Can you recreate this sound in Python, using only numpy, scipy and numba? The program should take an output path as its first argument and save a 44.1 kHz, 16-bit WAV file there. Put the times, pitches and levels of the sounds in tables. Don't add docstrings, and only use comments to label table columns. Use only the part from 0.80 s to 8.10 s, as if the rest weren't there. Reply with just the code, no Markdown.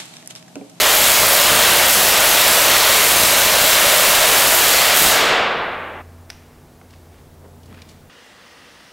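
import sys
import numpy as np
from scipy import signal
from scipy.fft import rfft, irfft
from scipy.io import wavfile
from numba import njit

SR = 44100
rng = np.random.default_rng(int(sys.argv[2]) if len(sys.argv) > 2 else 0)


def file_out(sig):
    cols = np.atleast_2d(sig).T
    lim = np.clip(cols, -1, 1)
    pcm = np.round(lim * 32767).astype(np.int16)
    wavfile.write(sys.argv[1], SR, pcm)


N = 321808
LEAD = 2 * SR
TIME = np.arange(-LEAD, N) / SR

SPARK_HZ, MAINS_HZ = 620, 60
POWER_OFF_S = 4.305
TAIL_DROP_S, TAIL_DROP_DB = 5.21, -18
SWING_S = 1.37
OVER_BALL_S = 0.65
CROSSING_S = 0.027
TOP_HZ = 15750

# frequency in Hz, time to decay by 60 dB in s.
HALL_DECAY = [(60, 1.5), (250, 2.62), (600, 2.19), (1200, 2.15), (2000, 1.88), (3500, 1.22), (6000, 0.66),
              (10000, 0.42), (15000, 0.36)]
# time in s, spread of the spark spacing as a share.
SPACING_SPREAD = [(3.8, .18), (4.1, .3)]
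# frequency in Hz, relative level in dB.
CRACKLE_COLOUR = [(40, -22.5), (150, -16.5), (300, -13), (450, -4.5), (800, -2), (1200, -2.5), (2000, -1),
                  (3300, 1), (5000, -1.5), (7500, -2), (9700, -5.5), (12300, -5), (15500, -5)]
# frequency in Hz, relative level in dB.
SIZZLE_COLOUR = [(1000, -20), (3000, -9.5), (5500, -5), (7500, -1), (9700, -1), (12300, 2), (15500, -2.5)]
# frequency in Hz, relative level in dB.
BUZZ_COLOUR = [(100, -23), (170, -17), (300, -11.5), (415, -5), (490, -4), (620, -1.5), (800, -4.5),
               (1200, -3), (2500, -10.5), (6000, -21)]
# frequency in Hz, width in Hz, relative level in dB.
BUZZ_RESONANCES = [(424, 13, 3), (551.6, 11, 13.5), (615, 10, 8.5)]
# frequency in Hz, relative level in dB.
THUMP_COLOUR = [(15, -16), (35, -7), (60, -7), (110, -3.5), (200, -3), (330, -5), (700, -12), (2000, -81.5)]
# time in s, power fed to the arc in dB,
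# extra level of the buzz in dB, extra level of the bass in dB.
ARC_DRIVE = [(3.85, -1, 3, 1), (4.0, -1, 3, 2), (4.12, -9, 7, -6), (4.16, 2, 4, 2), (4.3, 2, 4.5, 2.5)]
# middle in s, rise of the crackle in dB, half length in s.
PATH_JUMPS = [(0.66, 0, .05), (4.08, 7.5, .03)]
# frequency in Hz, relative level in dB per Hz.
AIR_COLOUR = [(12, -42), (20, -12), (49, -12), (90, -11.5), (119, -14), (153, -11), (213, -17),
              (245, -16.5), (465, -16.5), (534, -19.5), (667, -19.5), (2400, -35.5), (15500, -39.5)]
# frequency in Hz, level in dB, waver in dB.
FAN_TONES = [(86.4, -48.5, 6), (143.8, -57, 4), (245, -57.5, 3.5), (347, -71, -1)]
# start in seconds, relative level in dB.
CLICK_CONTACTS = [(5.496, -18), (5.5019, 2), (5.5046, -1), (5.521, -19), (5.531, -16)]
# frequency in Hz, relative level in dB.
SNAP_COLOUR = [(250, -30), (550, -12), (900, -0.5), (1300, -3), (2500, -1.5), (4200, -9), (5900, 0),
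               (7000, -16), (10000, -13), (15000, -26)]
# frequency in Hz, width in Hz, relative level in dB.
CLICK_RESONANCES = [(940, 200, -7), (2410, 110, -1), (3430, 230, -7), (4858, 120, -7), (5800, 170, 0)]
# start in seconds, level in dB, centre in Hz, decay time in s.
MOVING_TICKS = [(6.014, -40.5, 840, 0.0039), (6.106, -47, 3710, 0.005), (6.136, -45, 1800, 0.0054),
                (6.832, -50, 3400, .01), (6.858, -49, 4970, .006), (7.019, -37, 3100, 0.0044),
                (7.09, -44, 3520, 0.01)]
# middle in s, level in dB, centre in Hz, half length in s.
MOVING_SHUFFLES = [(6.138, -58, 3200, .04), (6.36, -58, 1800, 0.054), (6.654, -46, 380, .035),
                   (6.92, -42.5, 170, .04), (6.958, -49.5, 1700, 0.065), (7.105, -53, 4800, .025)]


def undb(db):
    return 10 ** (np.asarray(db) / 20)


def unit(x):
    return x / np.sqrt(np.mean(x ** 2))


def on_log_axis(hz, points):
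    point_hz, value = np.transpose(points)
    return np.interp(np.log(np.maximum(hz, 1)), np.log(point_hz), value)


def convolve(x, response):
    return signal.fftconvolve(x, response)[:len(x)]


def colour(x, points, size=4096):
    hz = np.arange(size // 2 + 1) * SR / size
    cepstrum = irfft(np.log(undb(on_log_axis(hz, points))))
    cepstrum[1:size // 2] *= 2
    cepstrum[size // 2 + 1:] = 0
    return convolve(x, irfft(np.exp(rfft(cepstrum))))


def resonate(x, hz, width_hz):
    b, a = signal.iirpeak(hz, hz / min(width_hz, SR / 4), SR)
    return signal.lfilter(b, a, x)


def bell(t, width_s):
    return np.exp(-(t / width_s) ** 2)


def wander(rate_hz):
    steps = np.tanh(1.3 * rng.standard_normal(8192))
    return np.interp((TIME - TIME[0]) * rate_hz, np.arange(len(steps)), steps)


def pulses(times, sizes):
    index = np.round(times.ravel() * SR).astype(int) + LEAD
    return np.bincount(np.maximum(index, 0), sizes.ravel(), len(TIME))[:len(TIME)]


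def reverberate(x, build_s=0.0067, size=512):
    hz, t, field = signal.stft(rng.standard_normal(2 * SR), SR, nperseg=size)
    decay = np.exp(-np.log(1000) * t / on_log_axis(hz, HALL_DECAY)[:, None])
    build = 1 - np.exp(-t / build_s)
    tail = signal.istft(field * decay * build)[1]
    return convolve(x, tail / np.linalg.norm(tail))


def hall(x, wet_db):
    return x + undb(wet_db) * reverberate(x)


def shifting_hall(x, wet_db, rate_hz, count):
    shares = np.array([wander(rate_hz) for _ in range(count)])
    shares = shares / np.linalg.norm(shares, axis=0)
    return x + undb(wet_db) * sum(reverberate(x * share, build_s=0.02) for share in shares)


def sparks(count=6500):
    scatter_db = 3.7
    spread = np.interp(TIME[0] + np.arange(count) / SPARK_HZ, *np.transpose(SPACING_SPREAD))
    chance = rng.standard_normal((count, 2))
    spacing_s = np.exp(spread * chance[:, 0]) / SPARK_HZ
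    return TIME[0] + np.cumsum(spacing_s), undb(scatter_db * chance[:, 1])


def surge(times, depth, cycles=1):
    return np.exp(depth * np.cos(2 * np.pi * cycles * MAINS_HZ * times))


def channel(times, sizes, spread_s, scatter_db, count):
    shape = (len(times), count)
    distance = rng.random(shape)
    sign = rng.choice([-1, 1], shape)
    strength = undb(scatter_db * rng.standard_normal(shape)) * np.exp(-distance)
    return pulses(times[:, None] + spread_s * distance, sizes[:, None] * sign * strength)


def swing():
    phase = 2 * np.pi * (TIME - OVER_BALL_S) / SWING_S
    from_ball_s = np.sin(phase) * SWING_S / (2 * np.pi)
    return -np.sin(phase), bell(from_ball_s, CROSSING_S)


def arc_levels(crackle_lean_db=1.05, buzz_lean_db=2.5, sizzle_dip_db=-7, thump_dip_db=-7):
    lean, near = swing()
    s, *columns = np.transpose(ARC_DRIVE)
    drive, extra_buzz, extra_bass = (np.interp(TIME, s, column) for column in columns)
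    spits = sum(rise_db * bell(TIME - middle_s, length_s) for middle_s, rise_db, length_s in PATH_JUMPS)
    crackle = drive + crackle_lean_db * lean + spits
    sizzle = drive + sizzle_dip_db * near
    buzz = drive + extra_buzz + buzz_lean_db * lean
    thump = drive + extra_bass + thump_dip_db * near
    return crackle, sizzle, buzz, thump


def arc(crackle_db=-17, sizzle_db=-15, buzz_db=-29.7, ring_db=-30, ring_lean_db=3, thump_db=-31, fade_s=0.069):
    crackle_level, sizzle_level, buzz_level, thump_level = arc_levels()
    power = np.clip((POWER_OFF_S - TIME) / fade_s + .5, 0, 1)
    times, sizes = sparks()
    sizes = sizes * surge(times, depth=.14) * surge(times, depth=.14, cycles=2)
    bangs = pulses(times, sizes)
    heat = bangs * surge(TIME, depth=.42)

    crackle_shocks = channel(times, sizes, spread_s=.0008, scatter_db=4.5, count=2)
    sizzle_shocks = channel(times, sizes, spread_s=.0016, scatter_db=-1.5, count=8)
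    crackle = unit(colour(crackle_shocks, CRACKLE_COLOUR))
    sizzle = unit(colour(sizzle_shocks, SIZZLE_COLOUR))
    buzz = unit(colour(bangs, BUZZ_COLOUR))
    thump = unit(colour(heat - heat.mean(), THUMP_COLOUR))
    rings = sum(undb(db) * resonate(power * buzz, hz, width_hz) for hz, width_hz, db in BUZZ_RESONANCES)
    rings = rings * undb(ring_db + ring_lean_db * swing()[0])

    crackle = crackle * undb(crackle_level + crackle_db + 1.7 * wander(rate_hz=22))
    sizzle = sizzle * undb(sizzle_level + sizzle_db + 2.2 * wander(rate_hz=22))
    buzz = buzz * undb(buzz_level + buzz_db + 2.4 * wander(rate_hz=30))
    thump = thump * undb(thump_level + thump_db + 6 * wander(rate_hz=18))

    treble = shifting_hall(power * (crackle + sizzle), wet_db=5, rate_hz=160, count=8)
    middle = shifting_hall(power * buzz, wet_db=3, rate_hz=7, count=3)
    bass = hall(power * thump, wet_db=-10.0)
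    return treble + middle + rings + bass


def transformer(hum_db=-43, waver_db=6, waver_hz=10):
    power = np.clip((POWER_OFF_S - TIME) / .1, 0, 1)
    hum = np.sin(2 * np.pi * MAINS_HZ * TIME)
    return power * hum * undb(hum_db + waver_db * wander(waver_hz))


def ventilation(air_db=-48, waver_hz=5, drift_rad=2.0):
    sound = unit(colour(rng.standard_normal(len(TIME)), AIR_COLOUR)) * undb(air_db)
    for hz, db, waver_db in FAN_TONES:
        tone = np.sin(2 * np.pi * hz * TIME + drift_rad * wander(waver_hz))
        sound = sound + undb(db) * unit(tone * undb(waver_db * wander(waver_hz)))
    return sound


def burst(decay_s):
    t = np.arange(SR // 4) / SR
    puff = rng.standard_normal(len(t)) * np.exp(-t / decay_s)
    return puff / np.linalg.norm(puff)


def click(ring_db=-1):
    s, db = np.transpose(CLICK_CONTACTS)
    contacts = convolve(pulses(s, undb(db)), burst(decay_s=.0009))
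    crack = colour(contacts, SNAP_COLOUR)
    ring = sum(undb(mode_db) * resonate(contacts, hz, width_hz) for hz, width_hz, mode_db in CLICK_RESONANCES)
    snap = crack + undb(ring_db) * ring
    main_crack = colour(pulses(s[1:2], np.ones(1)), SNAP_COLOUR)
    near_echo = undb(-12) * convolve(main_crack, burst(decay_s=.04))
    room = near_echo + undb(-12) * reverberate(main_crack)
    return undb(-5.5) * (snap / np.linalg.norm(snap) + room / np.linalg.norm(main_crack))


def rub(hz, grain_db=6.5, breadth=1.5):
    grit = rng.standard_normal(SR // 2) * undb(grain_db * rng.standard_normal(SR // 2))
    return unit(resonate(resonate(grit, hz, breadth * hz), hz, breadth * hz))


def add(out, s, sound):
    start = LEAD + int(s * SR)
    out[start:start + len(sound)] += sound[:len(out) - start]


def scuffs(catch_db=5):
    out = np.zeros(len(TIME))
    t = np.arange(SR // 2) / SR
    for s, db, hz, decay_s in MOVING_TICKS:
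        add(out, s, undb(db) * rub(hz) * np.exp(-t / decay_s))
    for middle_s, db, hz, half_length_s in MOVING_SHUFFLES:
        catching = undb(catch_db * wander(rate_hz=300)[:len(t)])
        friction = unit(rub(hz) * catching)
        add(out, middle_s - t.mean(), undb(db) * friction * bell(t - t.mean(), half_length_s))
    return hall(out, wet_db=-8.5)


@njit
def follow(x, attack, release):
    out, level = np.empty(len(x)), 0.
    for i in range(len(x)):
        level += (abs(x[i]) - level) * (attack if abs(x[i]) > level else release)
        out[i] = level
    return out


def gain_control(x, top_db=-8.0, attack_s=0.003, release_s=0.097, slope=0.74):
    envelope = follow(x, 1 / (attack_s * SR), 1 / (release_s * SR))
    return x * np.maximum(envelope / undb(top_db), 1) ** -slope


def scene():
    tail_drop = undb(TAIL_DROP_DB * np.clip((TIME - TAIL_DROP_S) / 0.017, 0, 1))
    sound = undb(3.5) * arc() * tail_drop + transformer() + ventilation() + click() + scuffs()
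    return np.tile(gain_control(sound)[LEAD:], (2, 1))


def record(dry):
    rounded = 1.05 * np.tanh(dry / 1.05)
    lowpass = signal.ellip(12, .1, 80, TOP_HZ, fs=SR, output="sos")
    return signal.sosfilt(lowpass, rounded)


dry = scene()
out = record(dry)
file_out(out)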